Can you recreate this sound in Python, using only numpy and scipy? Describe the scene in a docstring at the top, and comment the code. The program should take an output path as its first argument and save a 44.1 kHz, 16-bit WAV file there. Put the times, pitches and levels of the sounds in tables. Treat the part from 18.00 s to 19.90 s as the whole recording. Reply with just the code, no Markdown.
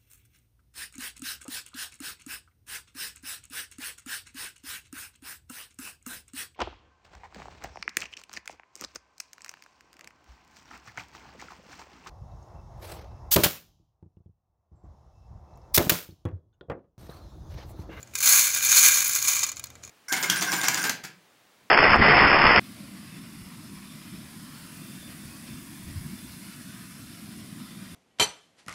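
"""A small plastic cage full of hollow plastic balls is cranked in bursts, close to a phone in a quiet room.
First come room noise, a low hum and a few faint clacks; the noise and hum last to the end.
Then the heap tumbles: many random collisions blend into a dense rattle that swells and sinks.
Single balls clack out of it, and at the end they tick on as the heap settles.
Each collision is a short crack of noise plus brief rings of the ball shells and the cage ribs."""
import sys
import numpy as np
from scipy import signal
from scipy.fft import rfft, irfft
from scipy.io import wavfile
from scipy.ndimage import uniform_filter1d

SR = 44100
rng = np.random.default_rng(int(sys.argv[2]) if len(sys.argv) > 2 else 0)


def output_pcm(signal):
    """Save a mono or channel-first signal as 16-bit PCM at the path in sys.argv[1].

    Samples are clipped to [-1, 1] before scaling.
    """
    pcm = np.clip(np.atleast_2d(signal).T, -1, 1) * 32767
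    wavfile.write(sys.argv[1], SR, np.round(pcm).astype(np.int16))


def ratio_of_db(decibels):
    """Turn decibels (scalar or array-like) into linear amplitude factors; 0 dB maps to 1."""
    return 10 ** (np.asarray(decibels, float) / 20)


N = 83790  # length in samples, 1.9 s

# steady noise of the room: (frequency [Hz], relative level per Hz [dB])
ROOM_SPECTRUM = [(35, -15), (60, 2), (427, -7), (566, -4.5), (1040, -14), (1410, -11.5), (1820, -17),
                 (2350, -17), (2970, -19), (6740, -22), (16000, -32)]
# tones of the hum: (frequency [Hz], rms level before the wavering [dB])
HUM_TONES = [(78, -66.5), (100, -70.5), (120, -64.5)]
# ringing notes of a ball shell: (frequency [Hz], relative level [dB], time to fall by 60 dB [s])
BALL_MODES = [(4342, -10.5, 0.033), (5110, -12, 0.035), (6230, 1, 0.011), (6770, 2, 0.023),
              (6875, -9, 0.0083), (7524, -0.5, 0.01), (9940, -0.5, 0.013), (10980, -13.5, 0.013),
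              (12570, -5.5, 0.013), (13310, -10, 0.0084)]
# ringing notes of the cage ribs: (frequency [Hz], relative level [dB], time to fall by 60 dB [s])
CAGE_MODES = [(286, -33.5, 0.032), (1136, -15.5, 0.017), (1627, -23, 0.072), (2043, -24, 0.09),
              (2393, -17.5, 0.095), (2967, -25, 0.04), (3676, -20, 0.056)]
# the crack of contact with its near reflections: (frequency [Hz], relative level per Hz [dB])
CRACK_SPECTRUM = [(88, -77), (150, -47), (724, -25.5), (1610, -6), (1770, -18), (2420, -2), (2660, -16),
                  (4330, -10), (5460, -8), (6760, 0), (8710, -7.5), (9790, -8.5), (15600, -2)]
# how hard the heap tumbles: (time [s], level [dB])
TUMBLE_LEVEL = [(0, -54), (.06, -64), (.128, -62), (.148, -47), (0.16, -31), (0.166, -35), (0.188, -28.5),
                (0.198, -41), (0.204, -21.5), (0.222, -30.5), (0.23, -17), (0.32, -13.5), (0.43, -18),
                (0.524, -27), (0.58, -21), (0.594, -29.5), (0.64, -23.5), (0.65, -21.5), (0.692, -21),
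                (0.724, -16), (0.886, -13.5), (0.896, -18), (1.036, -23.5), (1.058, -22.5), (1.118, -28.5),
                (1.156, -23.5), (1.17, -25.5), (1.262, -28.5), (1.282, -18.5), (1.348, -28), (1.356, -23),
                (1.42, -27), (1.428, -34.5), (1.445, -26.5), (1.455, -35.5), (1.495, -30.5), (1.51, -50),
                (1.522, -41), (1.53, -39), (1.55, -65), (1.575, -41), (1.62, -61), (1.66, -62), (1.74, -64),
                (1.82, -70), (1.835, -41.5), (1.9, -57.5)]
# treble of the rattle, which shifts over time: (time [s], change [dB])
RATTLE_TREBLE = [(0, -1), (.13, -2), (.3, 3), (.6, 0.5), (.85, 1.5), (1.1, 0.5), (1.3, 1), (1.501, -5),
                 (1.9, -13)]
# single clacks: (time [s], ball level [dB], cage strength against the ball [dB], treble change [dB])
CLACK_LIST = [(0.0288, -30.5, 3, -0.5), (0.0737, -37, 1.5, -13), (0.1362, -34.5, 14, 3),
              (0.14, -33.5, -4, 6), (0.1529, -9, 0, -8), (0.1674, -31.5, 5, 5), (0.1864, -16, -10, -2),
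              (0.2044, -16.5, 2, 3), (0.2264, -10, 3, 4), (0.2738, -2.5, -2, -16), (0.2914, -2, -19, 2),
              (0.3234, -2.5, -22, -3), (0.4107, -7, -20, -7), (0.4734, -21, 8, 7), (0.5418, -10.5, -7, -7),
              (0.5622, -19, 20, 3), (0.607, -18.5, 17, 3), (0.6479, -17.5, -13, 15.5),
              (0.7167, -5.5, -3, -13), (0.7265, -6.5, 5.5, -10), (0.7779, -0.5, -9, -18), (0.838, -6, 0, 7),
              (0.8834, -8, 13.5, 14), (1.0253, -20.5, 8, 10), (1.0468, -16, -5, 11),
              (1.078, -25.5, -3, 21.5), (1.0943, -14, 0, 6), (1.1111, -15, 0, -4), (1.1335, -12, -20, 3),
              (1.1513, -7, -9, 0), (1.2256, -8, -9.5, -3), (1.25, -18.5, 8, 3), (1.2745, -7, -25, -3),
              (1.2888, -8.5, -26, -2), (1.3172, -15.5, 3.5, 6), (1.3326, -12.5, 4.5, 0),
              (1.3543, -18, -1, -6), (1.3918, -8.5, -6.5, -5), (1.4307, -9.5, 6, -18),
              (1.4344, -6, -38, -5.5), (1.4394, -10, 0.5, -10), (1.4654, -21.5, 11, 7),
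              (1.4928, -19, -9, -16), (1.517, -19.5, 4.5, -2), (1.56, -35.5, 2, 1), (1.5683, -21.5, 1, -14),
              (1.5847, -47, -4, -4), (1.5953, -21.5, 6.5, 2.5), (1.6314, -33, -24, -8),
              (1.6397, -17, -3.5, -4), (1.657, -39, 13, 6.5), (1.6688, -31, -3, -12),
              (1.702, -34.5, 11.5, -1), (1.7536, -33, 10, -10), (1.8359, -31, 9.5, -9),
              (1.8492, -26, -12, -7), (1.8645, -42, 8, -6), (1.876, -32, 6, -6), (1.8934, -33, 6, -8)]
# as the cage turns, the rib note near 1.1 kHz trades strength with the one near 1.6 kHz:
# (time [s], change of the 1.1 kHz note [dB])
RIB_SWING_CURVE = [(0, -0.5), (.3, -0.9), (.6, -2), (.9, -2), (1.2, -1.1), (1.45, 4.5), (1.9, 1)]
# edges of the two bands that hold these rib notes: (bottom [Hz], middle [Hz], top [Hz])
RIB_BAND_EDGES = (850, 1350, 1850)


def level(x, db):
    """Scale a sound to an rms level in dB, that is, to an average strength."""
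    return x * ratio_of_db(db) / np.sqrt(np.mean(x ** 2))


def colour(x, points):
    """Shape the spectrum of a sound by (Hz, dB) points, joined along a log frequency axis."""
    hz, db = np.array(points, float).T
    f = np.maximum(np.fft.rfftfreq(len(x), 1 / SR), 1)
    gain = ratio_of_db(np.interp(np.log(f), np.log(hz), db))
    return irfft(rfft(x) * gain, len(x))


def butter(x, hz, kind, order=2):
    """Keep only the sound below ("low") or above ("high") a frequency."""
    return signal.sosfilt(signal.butter(order, hz, kind, fs=SR, output="sos"), x)


def fade(t, t60):
    """Die away smoothly, falling by 60 dB in t60 seconds."""
    return np.exp(-np.log(1000) * t / t60)


def curve(points):
    """Join (time, value) points by straight lines over the whole scene."""
    return np.interp(np.arange(N) / SR, *np.array(points).T)


def tilt(x, db):
    """Lift or lower the treble, by one amount or one that changes over time."""
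    edge_hz = 9150
    f = np.fft.rfftfreq(len(x), 1 / SR)
    treble = irfft(rfft(x) / (1 + (edge_hz / (f + 1)) ** 12), len(x))
    return x + (ratio_of_db(db) - 1) * treble


def room():
    """Steady coloured noise plus a low hum of sine tones, each wavering slowly in strength."""
    noise_db = -56
    t = np.arange(N) / SR
    hum = np.zeros(N)
    for hz, db in HUM_TONES:
        drift = uniform_filter1d(rng.standard_normal(N), size=3000)
        waver = 1.5 + 0.52 * level(drift, 0)
        hum += ratio_of_db(db) * np.sqrt(2) * waver * np.sin(2 * np.pi * hz * t)
    return level(colour(rng.standard_normal(N), ROOM_SPECTRUM), noise_db) + hum


def ring(modes, detune, t):
    """A blow sets off several fading notes, each a little off in pitch, strength and phase."""
    scatter_db = 3.5
    hz, db, t60 = np.array(modes, float).T[:, :, None]
    pitch_off, strength_off, phase_off = rng.standard_normal((3, len(modes), 1))
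    strength = ratio_of_db(db + scatter_db * strength_off)
    hz = hz * (1 + detune * pitch_off)
    notes = strength * fade(t, t60) * np.sin(2 * np.pi * hz * t + 2 * phase_off)
    return np.sum(notes, axis=0)


def collision(cage_db, size=9000):
    """A blow cracks, rings the ball shell and the cage ribs, and leaves a dull tail in the room."""
    ball_detune, cage_detune = 0.028, 0.017  # typical pitch error, as a share of the pitch
    contact_s, lowest_hz, cage_top_hz = 0.00068, 222, 3460
    crack_t60_s, treble_t60_s = 0.026, 0.018
    echo_db, echo_t60_s, echo_top_hz = -20.5, 0.37, 7140
    t = np.arange(size) / SR
    rise = np.minimum(t / contact_s, 1)
    # the cage sets the strength of the lower part of the crack
    noise = level(colour(rng.standard_normal(size), CRACK_SPECTRUM), 3.5)
    body = butter(noise, cage_top_hz, "low", order=4)
    crack = butter(noise, cage_top_hz, "high", order=4) + ratio_of_db(cage_db) * body
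    # the treble of the crack dies away sooner than the rest
    dull_crack = tilt(crack, -66) * fade(t, crack_t60_s)
    bright_crack = (crack - tilt(crack, -52)) * fade(t, treble_t60_s)
    ball = rise * (ring(BALL_MODES, ball_detune, t) + dull_crack + bright_crack)
    echo = butter(crack, echo_top_hz, "low", order=4)
    echo = ratio_of_db(echo_db) * echo * fade(t, echo_t60_s) * rise
    cage = rise * ratio_of_db(cage_db) * ring(CAGE_MODES, cage_detune, t)
    # scale by the peak of the ball and crack together
    return butter(ball + echo + cage, lowest_hz, "high") / np.abs(ball).max()


def tumble(count=36):
    """Balls collide at random times, more often and harder as the heap surges."""
    full_rate, thinning = 3500, 0.42  # collisions a second at full tumble; share of the level change in dB
    cage_db, size_scatter_db = 1.35, 2.5
    surge_s, surge_db = 0.02, 1.08
    push_db = curve(TUMBLE_LEVEL)
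    loudest_db = max(db for _, db in TUMBLE_LEVEL)
    rate = full_rate * ratio_of_db(thinning * (push_db - loudest_db))
    # random steps with softened edges make the strength flutter
    k = int(surge_s * SR)
    steps = np.repeat(rng.standard_normal(N // k + 1), k)
    surge = uniform_filter1d(steps, k // 2)[:N]
    # sparser collisions are made stronger, so that the level follows the table
    strength = ratio_of_db(push_db + surge_db * surge) * np.sqrt(SR / rate)
    rattle = np.zeros(N)
    for _ in range(count):  # each round repeats one collision sound at its own random times
        hit = rng.random(N) < rate / count / SR
        size = ratio_of_db(size_scatter_db * rng.exponential(size=N))
        one = collision(cage_db)
        one = one / np.sqrt(np.sum(one ** 2) * np.mean(size ** 2))
        rattle += signal.fftconvolve(hit * size * strength, one)[:N]
    return tilt(rattle, curve(RATTLE_TREBLE))


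def clacks():
    """Single balls strike ribs or each other, each at its listed time."""
    out = np.zeros(N + SR)
    for start_s, db, cage_db, treble_db in CLACK_LIST:
        one = ratio_of_db(db) * tilt(collision(cage_db), treble_db)
        i = int(start_s * SR)
        out[i:i + len(one)] += one
    return out[:N]


def swing_ribs(cage):
    """As the cage turns, the bands around two rib notes trade strength: one gains the dB the other loses."""
    swing = ratio_of_db(curve(RIB_SWING_CURVE))
    bottom, middle, top = RIB_BAND_EDGES
    f, spectrum = np.fft.rfftfreq(N, 1 / SR), rfft(cage)
    band_near_1100_hz = irfft(spectrum * (f > bottom) * (f <= middle), N)
    band_near_1600_hz = irfft(spectrum * (f > middle) * (f <= top), N)
    return cage + (swing - 1) * band_near_1100_hz + (1 / swing - 1) * band_near_1600_hz


def scene():
    """Add the cage and the room together at one microphone."""
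    cage = swing_ribs(tumble() + clacks())
    return (cage + room())[None]


def band_limit(x):
    """A steep low-pass at the top of the band."""
    return signal.sosfilt(signal.butter(12, 16820, fs=SR, output="sos"), x)


def record(dry):
    """The phone rounds the loudest peaks, then cuts the deep bass and the very top."""
    ceiling, bass_hz, top_hz = 1.1, 59, 15720  # ceiling: 1 is full scale
    rounded = ceiling * np.tanh(dry / ceiling)
    without_bass = butter(rounded, bass_hz, "high", order=3)
    top_cut = signal.ellip(12, 0.5, 60, top_hz, fs=SR, output="sos")
    mix = signal.sosfilt(top_cut, without_bass)
    return band_limit(mix)


dry = scene()
out = record(dry)
output_pcm(out)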